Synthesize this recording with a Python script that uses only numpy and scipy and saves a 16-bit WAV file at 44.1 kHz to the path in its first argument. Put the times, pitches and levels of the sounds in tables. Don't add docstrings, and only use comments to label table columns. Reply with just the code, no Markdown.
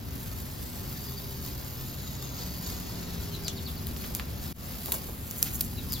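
import sys
import numpy as np
from scipy import signal
from scipy.fft import rfft, irfft
from scipy.io import wavfile

SR = 44100
rng = np.random.default_rng(int(sys.argv[2]) if len(sys.argv) > 2 else 0)


def transcribe(signal):
    frames = np.atleast_2d(signal).T
    limited = np.clip(frames, -1, 1)
    pcm = np.round(limited * 32767).astype(np.int16)
    wavfile.write(sys.argv[1], SR, pcm)


N = 264600
TIME, BINS = np.arange(N) / SR, np.fft.rfftfreq(N, 1 / SR)


def gain_of(db):
    return 10 ** (np.asarray(db) / 20)


def unit_rms(x):
    return x / np.sqrt(np.mean(x ** 2) + 1e-20)


def over_freq(points, hz=BINS):
    f, value = np.transpose(points)
    return np.interp(np.log(hz + 1), np.log(f + 1), value)


def over_time(rows):
    t_s, *columns = np.transpose(rows)
    return [np.interp(TIME, t_s, column) for column in columns]


def add(mix, t_s, sound):
    part = mix[round(t_s * SR):][:len(sound)]
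    part += sound[:len(part)]


def swell(t_s, half_width_s):
    return np.exp(-((TIME - t_s) / half_width_s) ** 2)


def wander(hz):
    return unit_rms(irfft(rfft(rng.standard_normal(N)) / (1 + (BINS / hz) ** 4), N))


def colour(x, spectrum, size=1024):
    log_gain = np.log(gain_of(over_freq(spectrum, abs(np.fft.fftfreq(size, 1 / SR)))))
    impulse = np.fft.ifft(np.exp(np.conj(signal.hilbert(log_gain)))).real[:size // 2]
    return signal.oaconvolve(x, impulse / np.linalg.norm(impulse))[:N]


def resonate(x, hz, width_hz):
    carrier = np.exp(2j * np.pi * np.cumsum(hz) / SR)
    r = np.exp(-np.pi * width_hz / SR)
    return (carrier * signal.lfilter([(1 - r) ** 2], [1, -2 * r, r * r], x / carrier)).real


def echoes(x, t60_s, size=4096):
    t = np.arange(2 * size) / SR
    hop = size // 2
    frames = np.lib.stride_tricks.sliding_window_view(np.pad(x, (hop, size)), size)[::hop]
    taps = rng.standard_normal((2, len(frames), len(t))) * gain_of(-60 * t / t60_s) * (t > .001)
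    taps /= np.linalg.norm(taps, axis=2, keepdims=True)
    tails = signal.fftconvolve((frames * signal.windows.cosine(size))[None], taps, axes=2)
    out = np.zeros((2, N + 4 * size))
    for k in range(len(frames)):
        out[:, k * hop:][:, :tails.shape[2]] += tails[:, k]
    return out[:, hop:][:, :N]


# f/Hz, left lead/rad
STEREO_PHASE = [(300, 0), (2000, .6), (5200, .9), (5900, -1.5), (6900, -1.1), (7700, -2.8), (8300, -3.1),
                (9400, -3.2), (10200, -4.1), (11400, -4.9), (12900, -6.2), (14000, -6.28)]
# f/Hz, gain/dB
DIFFUSE_EQ = [(500, 9), (3000, -3), (4600, -5.5), (6200, 0), (7300, -3), (8300, -9.5), (9400, -13),
              (10200, -4.5), (12000, -0.5), (13500, -57)]
def near(x, wet_db, t60_s):
    direct = rfft(x) * np.array([np.ones(len(BINS)), np.exp(-1j * over_freq(STEREO_PHASE))])
    diffuse = rfft(echoes(x, t60_s)) * gain_of(over_freq(DIFFUSE_EQ) + wet_db)
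    return irfft(direct + diffuse, N)


def threads(per_s, spread_db):
    size = gain_of(spread_db * np.minimum(rng.exponential(1, N), 4))
    return size * rng.choice([-1, 1], N) * (rng.random(N) < per_s / SR)


# t/s, fizz level/dB, rasp level/dB
PULL_LEVELS = [(0, -51.5, -54), (.25, -44.5, -52), (.95, -45.5, -48.5), (1.35, -46.5, -50),
               (2.25, -47, -49.5), (2.95, -46, -47), (3.55, -48, -50), (4.0, -46.5, -51.5), (4.3, -49, -52),
               (4.85, -41.5, -49.5), (5.0, -43, -49.5), (5.17, -47, -57.5), (5.48, -38.5, -49),
               (5.72, -45, -52.5), (6, -45, -49.5)]
# t/s, half width/s, extra fizz/dB, extra rasp/dB
PULL_SURGES = [(1.02, .025, 2.5, 0), (1.47, 0.039, 0, 2.5), (1.69, .025, 3.5, 0.5), (2.41, 0.055, 2, 5.2),
               (2.69, 0.055, 3, 5.2), (3.23, 0.021, 3, 2.5), (3.70, 0.027, 5.5, 0), (4.02, 0.067, 3, 2.5),
               (4.16, .025, 8, 3.5), (4.45, 0.041, 6, 5.5), (4.68, 0.066, 0.5, 1), (4.943, 0.022, 9.5, 2),
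               (5.385, 0.011, 4, -12), (5.553, 0.023, 5.5, -9)]
# f/Hz, relative density/dB
FIZZ_SPECTRUM = [(2000, -20.5), (5500, -13.5), (7500, -2), (8800, -12), (10000, 0.5), (11200, -5.5),
                 (13800, -0.5), (15500, -7), (17000, -9.5)]
RASP_SPECTRUM = [(300, -6), (900, -5.5), (1800, -8), (2800, -7.5), (3800, -3), (4600, 1), (5200, 3),
                 (5650, -2), (6800, 1.5), (8000, -1), (11000, -20.5)]
# f at peak/Hz, sink/(Hz/s), peak t/s, half width/s, bandwidth/Hz, level/dB
STRIP_MODES = [(7950, 1300, 0.67, .17, 340, -52), (4740, 500, 1.05, 0.092, 410, -52),
               (3750, 200, 1.08, .2, 450, -58.5), (4730, 2500, 1.175, .022, 200, -47.5),
               (4470, 600, 1.45, .2, 800, -59), (14000, 300, 1.03, .45, 1400, -49.5),
               (13700, 900, 1.8, 0.35, 1300, -48), (14100, 500, 2.53, .35, 2000, -51.5),
               (3900, 300, 2.06, 0.38, 640, -56.5), (6790, 1100, 2.16, 0.35, 520, -54.5),
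               (4600, 200, 2.52, 0.4, 650, -55), (6900, 500, 2.7, 0.17, 600, -55.5),
               (3990, 250, 3.1, 0.18, 400, -55.5)]
def peel():
    fizz_db, rasp_db = over_time(PULL_LEVELS)
    fizz_surge_db = sum(db * swell(t_s, half_s) for t_s, half_s, db, _ in PULL_SURGES)
    rasp_surge_db = sum(db * swell(t_s, half_s) for t_s, half_s, _, db in PULL_SURGES)
    avalanche_db = 2 * wander(hz=453) + .81 * wander(hz=40.2) + .5 * wander(hz=21)
    fine = threads(per_s=9000, spread_db=3)
    thick = gain_of(10) * threads(per_s=35, spread_db=1.5)
    snaps = fine + thick
    fizz = unit_rms(colour(snaps * gain_of(avalanche_db), FIZZ_SPECTRUM))
    fizz *= gain_of(fizz_db + fizz_surge_db)
    rasp = unit_rms(colour(snaps * gain_of(.64 * avalanche_db), RASP_SPECTRUM)) * gain_of(rasp_db)
    for centre_hz, sink_hz_per_s, t_s, half_s, width_hz, db in STRIP_MODES:
        hz = centre_hz - sink_hz_per_s * np.clip(TIME - t_s, -2 * half_s, 2 * half_s)
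        plucks = threads(per_s=6000, spread_db=4) * gain_of(avalanche_db)
        rasp += unit_rms(resonate(plucks, hz, width_hz)) * gain_of(db) * swell(t_s, half_s)
    return near(fizz + rasp * gain_of(rasp_surge_db), wet_db=-.26, t60_s=.035)


# f/Hz, left-right coherence
COHERENCE = [(30, 1), (130, 0.82), (260, 0.85), (450, 0.12), (800, 0), (2000, 0.19), (12000, 0)]
def outdoor_noise(spectrum):
    left, unrelated = rfft(rng.standard_normal((2, N)))
    coherence = np.clip(over_freq(COHERENCE), -1, 1)
    right = coherence * left + np.sqrt(1 - coherence ** 2) * unrelated
    return unit_rms(irfft(np.array([left, right]) * gain_of(over_freq(spectrum)), N))


# f/Hz, relative density/dB
RUMBLE_SPECTRUM = [(13, -9.5), (22, -61), (45, -2), (70, 2), (173, -5.5), (244, -6.5), (332, -16),
                   (395, -14.5), (420, -25.5), (550, -42), (920, -120)]
TYRE_SPECTRUM = [(150, -9), (350, 1.5), (500, 1), (750, -2.5), (1200, -6), (2000, -9), (4000, -12),
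                 (8000, -46), (16000, -103)]
# t/s, level/dB
RUMBLE_LEVELS = [(0, -39.5), (3, -39), (4.4, -37), (4.7, -39.5), (5.3, -40), (5.55, -36.5), (6, -36.5)]
# start/s, end/s, ease-off/s, top f/Hz, share of pitch lost/(1/s), level/dB
ENGINES = [(.6, 2.7, 2.2, 130, .02, -43.5), (2.22, 4.1, 2.85, 179, .16, -42),
           (2.85, 4.4, 2.8, 88, .16, -44.5), (3.0, 3.8, 3.2, 412, .15, -48),
           (.8, 1.6, 1.15, 405, .15, -51.5)]
def traffic(fade_s=.24):
    rumble = outdoor_noise(RUMBLE_SPECTRUM) * gain_of(over_time(RUMBLE_LEVELS)[0] + .5 * wander(hz=4.7))
    tyres = outdoor_noise(TYRE_SPECTRUM)
    tyres *= gain_of(-50 + 1.6 * swell(t_s=3.67, half_width_s=1.15) + .56 * wander(hz=2.9))
    sway = 1 + .0065 * wander(hz=14.4)
    flutter_db = 1.7 * wander(hz=10.4)
    engines = np.zeros(N)
    for start_s, end_s, ease_s, top_hz, sag_per_s, db in ENGINES:
        hz = top_hz * (1 - sag_per_s * np.maximum(TIME - ease_s, 0)) * sway
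        fade = np.clip(np.minimum(TIME - start_s, end_s - TIME) / fade_s, 0, 1)
        engines += fade * gain_of(db + flutter_db) * np.sin(2 * np.pi * np.cumsum(hz) / SR)
    return rumble + tyres + engines


def burst(rise_s, size=4096):
    u = np.arange(size) / (rise_s * SR)
    spectrum = rfft(u ** 2 * np.exp(1 - u ** 2) * rng.choice([-1, 1], size))
    whitened = spectrum / (unit_rms(abs(spectrum)) + .05) ** .75
    return irfft(whitened, size) * (u < 5)


def flurry(crack, peak_s=.0083, share_db=-5.5, limit_db=-33):
    u = np.arange(SR // 4) / (peak_s * SR)
    run = u * np.exp(-u)
    spurt = np.sqrt(abs(signal.oaconvolve(crack ** 2, run / run.sum())[:N])) * gain_of(share_db)
    limit = gain_of(limit_db)
    envelope = limit * np.tanh(spurt / limit)
    return colour(envelope * unit_rms(threads(per_s=3500, spread_db=3)), FIZZ_SPECTRUM)


# f/Hz, relative density/dB
TICK_SPECTRUM = [(200, -26), (900, -19), (2200, -16), (3700, -13), (5500, -9), (7200, -3.5), (8800, -1.5),
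                 (10500, -0.5), (12700, 2), (15200, -1.5), (17000, -5)]
# t/s, level/dB, rise/s, strip ring f/Hz, ring gain/dB
RELEASES = [(1.4266, -24.5, .00018, 4500, -5), (1.4634, -23.5, .0003, 4500, -3),
            (1.4866, -24, .00018, 4500, -3), (1.681, -27, .0002, 4500, -3),
            (2.2255, -27.5, .0003, 4800, 11), (2.614, -28, .00025, 6800, 10),
            (2.6758, -25.5, .0003, 5000, 9), (2.7022, -24.5, .0003, 6000, 10),
            (2.801, -25, .00025, 4500, 3), (3.2096, -28.5, .0002, 4500, 3), (3.447, -30, .0005, 7000, 4),
            (3.816, -29, .0002, 4500, -3), (3.8699, -20, .00028, 4000, 10),
            (4.1504, -12.5, .00035, 3500, -5), (4.8596, -20.5, .0003, 4500, -2),
            (4.869, -24, .0002, 4500, -3), (4.921, -12, .0006, 3800, 6), (4.9254, -13.5, .00045, 4200, 1),
            (5.3113, -24, .001, 6500, 6), (5.4281, -5.8, .00055, 6500, 4), (5.6085, -13, .00036, 5500, 5),
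            (5.6096, -14, .0004, 5000, 6), (5.6112, -14.5, .0005, 5200, 6), (5.6128, -22, .0014, 4500, 9),
            (5.648, -30, .0008, 6500, 2), (5.923, -13.5, .00022, 14500, 3), (5.9313, -21, .0008, 7000, 5),
            (5.938, -20, .0008, 14500, 5)]
def ticks(faint_per_s=11, faint_rise_s=.00014, faint_ring_hz=4700, spray_db=-10):
    faint_times_s = TIME[(rng.random(N) < faint_per_s / SR) & (TIME > faint_rise_s)]
    faint = [(t_s, rng.normal(-33, 1.5), faint_rise_s, faint_ring_hz, -1) for t_s in faint_times_s]
    snaps, ring, spray = np.zeros(N), np.zeros(N), np.zeros((2, N))
    for t_s, db, rise_s, ring_hz, ring_db in list(RELEASES) + faint:
        start_s = t_s - rise_s
        snap = gain_of(db) * burst(rise_s)
        add(snaps, start_s, snap)
        add(ring, start_s, gain_of(ring_db) * resonate(snap, np.full(len(snap), ring_hz), width_hz=1900))
        for side in spray:
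            add(side, start_s, gain_of(db + spray_db) * burst(rise_s))
    crack = colour(snaps, TICK_SPECTRUM)
    spray = np.array([colour(side, TICK_SPECTRUM) for side in spray])
    return near(crack + ring + flurry(crack), wet_db=-11, t60_s=.045) + spray


# t/s, length/s, first f/Hz, last f/Hz, fall exponent (1 = straight), level/dB
BIRD_NOTES = [(3.308, .04, 4330, 4080, 1.3, -45), (3.336, 0.022, 4150, 3850, 1.13, -36),
              (3.31, .042, 3150, 2750, 2.1, -46), (3.43, .066, 5100, 3400, 1.7, -37),
              (3.488, .022, 3600, 3200, 1.1, -39), (3.556, .042, 4900, 2800, 1.4, -41),
              (3.645, .05, 4680, 2690, 1.9, -37), (3.755, 0.048, 4620, 3000, 3.3, -44.5),
              (5.758, 0.058, 4130, 3420, 1.87, -42.5), (5.768, 0.041, 2900, 2410, 1.2, -46.5),
              (5.893, 0.074, 5120, 3400, 2.4, -35), (5.952, 0.029, 3650, 3150, 1.1, -39)]
def bird(hoarse_pitch=.055, hoarse_db=4, wall_delay_s=.015):
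    song, wall = np.zeros(N), np.zeros(N)
    hoarseness = np.array([wander(hz=700), wander(hz=220)])
    for t_s, length_s, first_hz, last_hz, exponent, db in BIRD_NOTES:
        u = np.linspace(0, 1, int(length_s * SR))
        wobble, tremor = u * np.roll(hoarseness, -round(t_s * SR), axis=1)[:, :len(u)]
        hz = (first_hz + (last_hz - first_hz) * u ** exponent) * (1 + hoarse_pitch * wobble)
        envelope = gain_of(db + hoarse_db * tremor) * abs(np.sin(np.pi * u)) ** 1.1
        note = envelope * np.sin(2 * np.pi * np.cumsum(hz) / SR)
        add(song, t_s, note)
        add(wall, t_s + wall_delay_s, note)
    direct = song * gain_of([[-1.5], [-5]])
    return direct + gain_of(-11.5) * wall + gain_of(-5) * echoes(song, t60_s=.25)


# t/s, level/dB, rise/s, low f/Hz, high f/Hz
CRACKS_AND_KNOCKS = [(3.4822, -14.5, .0007, 3200, 9400), (3.965, -26, 0.00043, 1800, 5500),
                     (4.043, -33, 0.014, 1300, 5000), (4.1974, -19, 0.00025, 890, 4200),
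                     (4.882, -23, 0.00027, 2500, 12000), (4.885, -32, 0.003, 300, 1200),
                     (4.935, -38, .03, 400, 1200), (5.087, -36.5, 0.0016, 450, 1100),
                     (5.471, -33, .028, 1900, 6600)]
def cracks_and_knocks():
    out = np.zeros(N)
    for t_s, db, rise_s, low_hz, high_hz in CRACKS_AND_KNOCKS:
        band = signal.butter(2, [low_hz, high_hz], "bandpass", fs=SR, output="sos")
        hit = signal.sosfilt(band, burst(rise_s))
        add(out, t_s - rise_s, gain_of(db) * hit / abs(hit).max())
    return near(out, wet_db=-1.5, t60_s=.12)


def scene():
    return peel() + cracks_and_knocks() + ticks() + bird() + traffic()


# f/Hz, left over right/dB
MIC_BALANCE = [(40, -2), (70, 2.5), (250, -0.5), (1000, 1.7), (2300, 1), (4500, 2.5), (8000, -0.6)]
def record(dry, dip_s=4.531, dip_db=-27.5, fall_s=.0047, recover_s=.034, cutoff_hz=16050):
    tilted = irfft(rfft(dry) * gain_of(np.outer([.5, -.5], over_freq(MIC_BALANCE))), N)
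    fall = np.clip(1 + (TIME - dip_s) / fall_s, 0, 1)
    dip = fall * np.exp(-np.maximum(TIME - dip_s, 0) / recover_s)
    lowpass = signal.firwin(401, cutoff_hz, window=("kaiser", 9), fs=SR)
    return signal.oaconvolve(tilted * gain_of(dip_db * dip), lowpass[None], "same")


dry = scene()
out = record(dry)
transcribe(out)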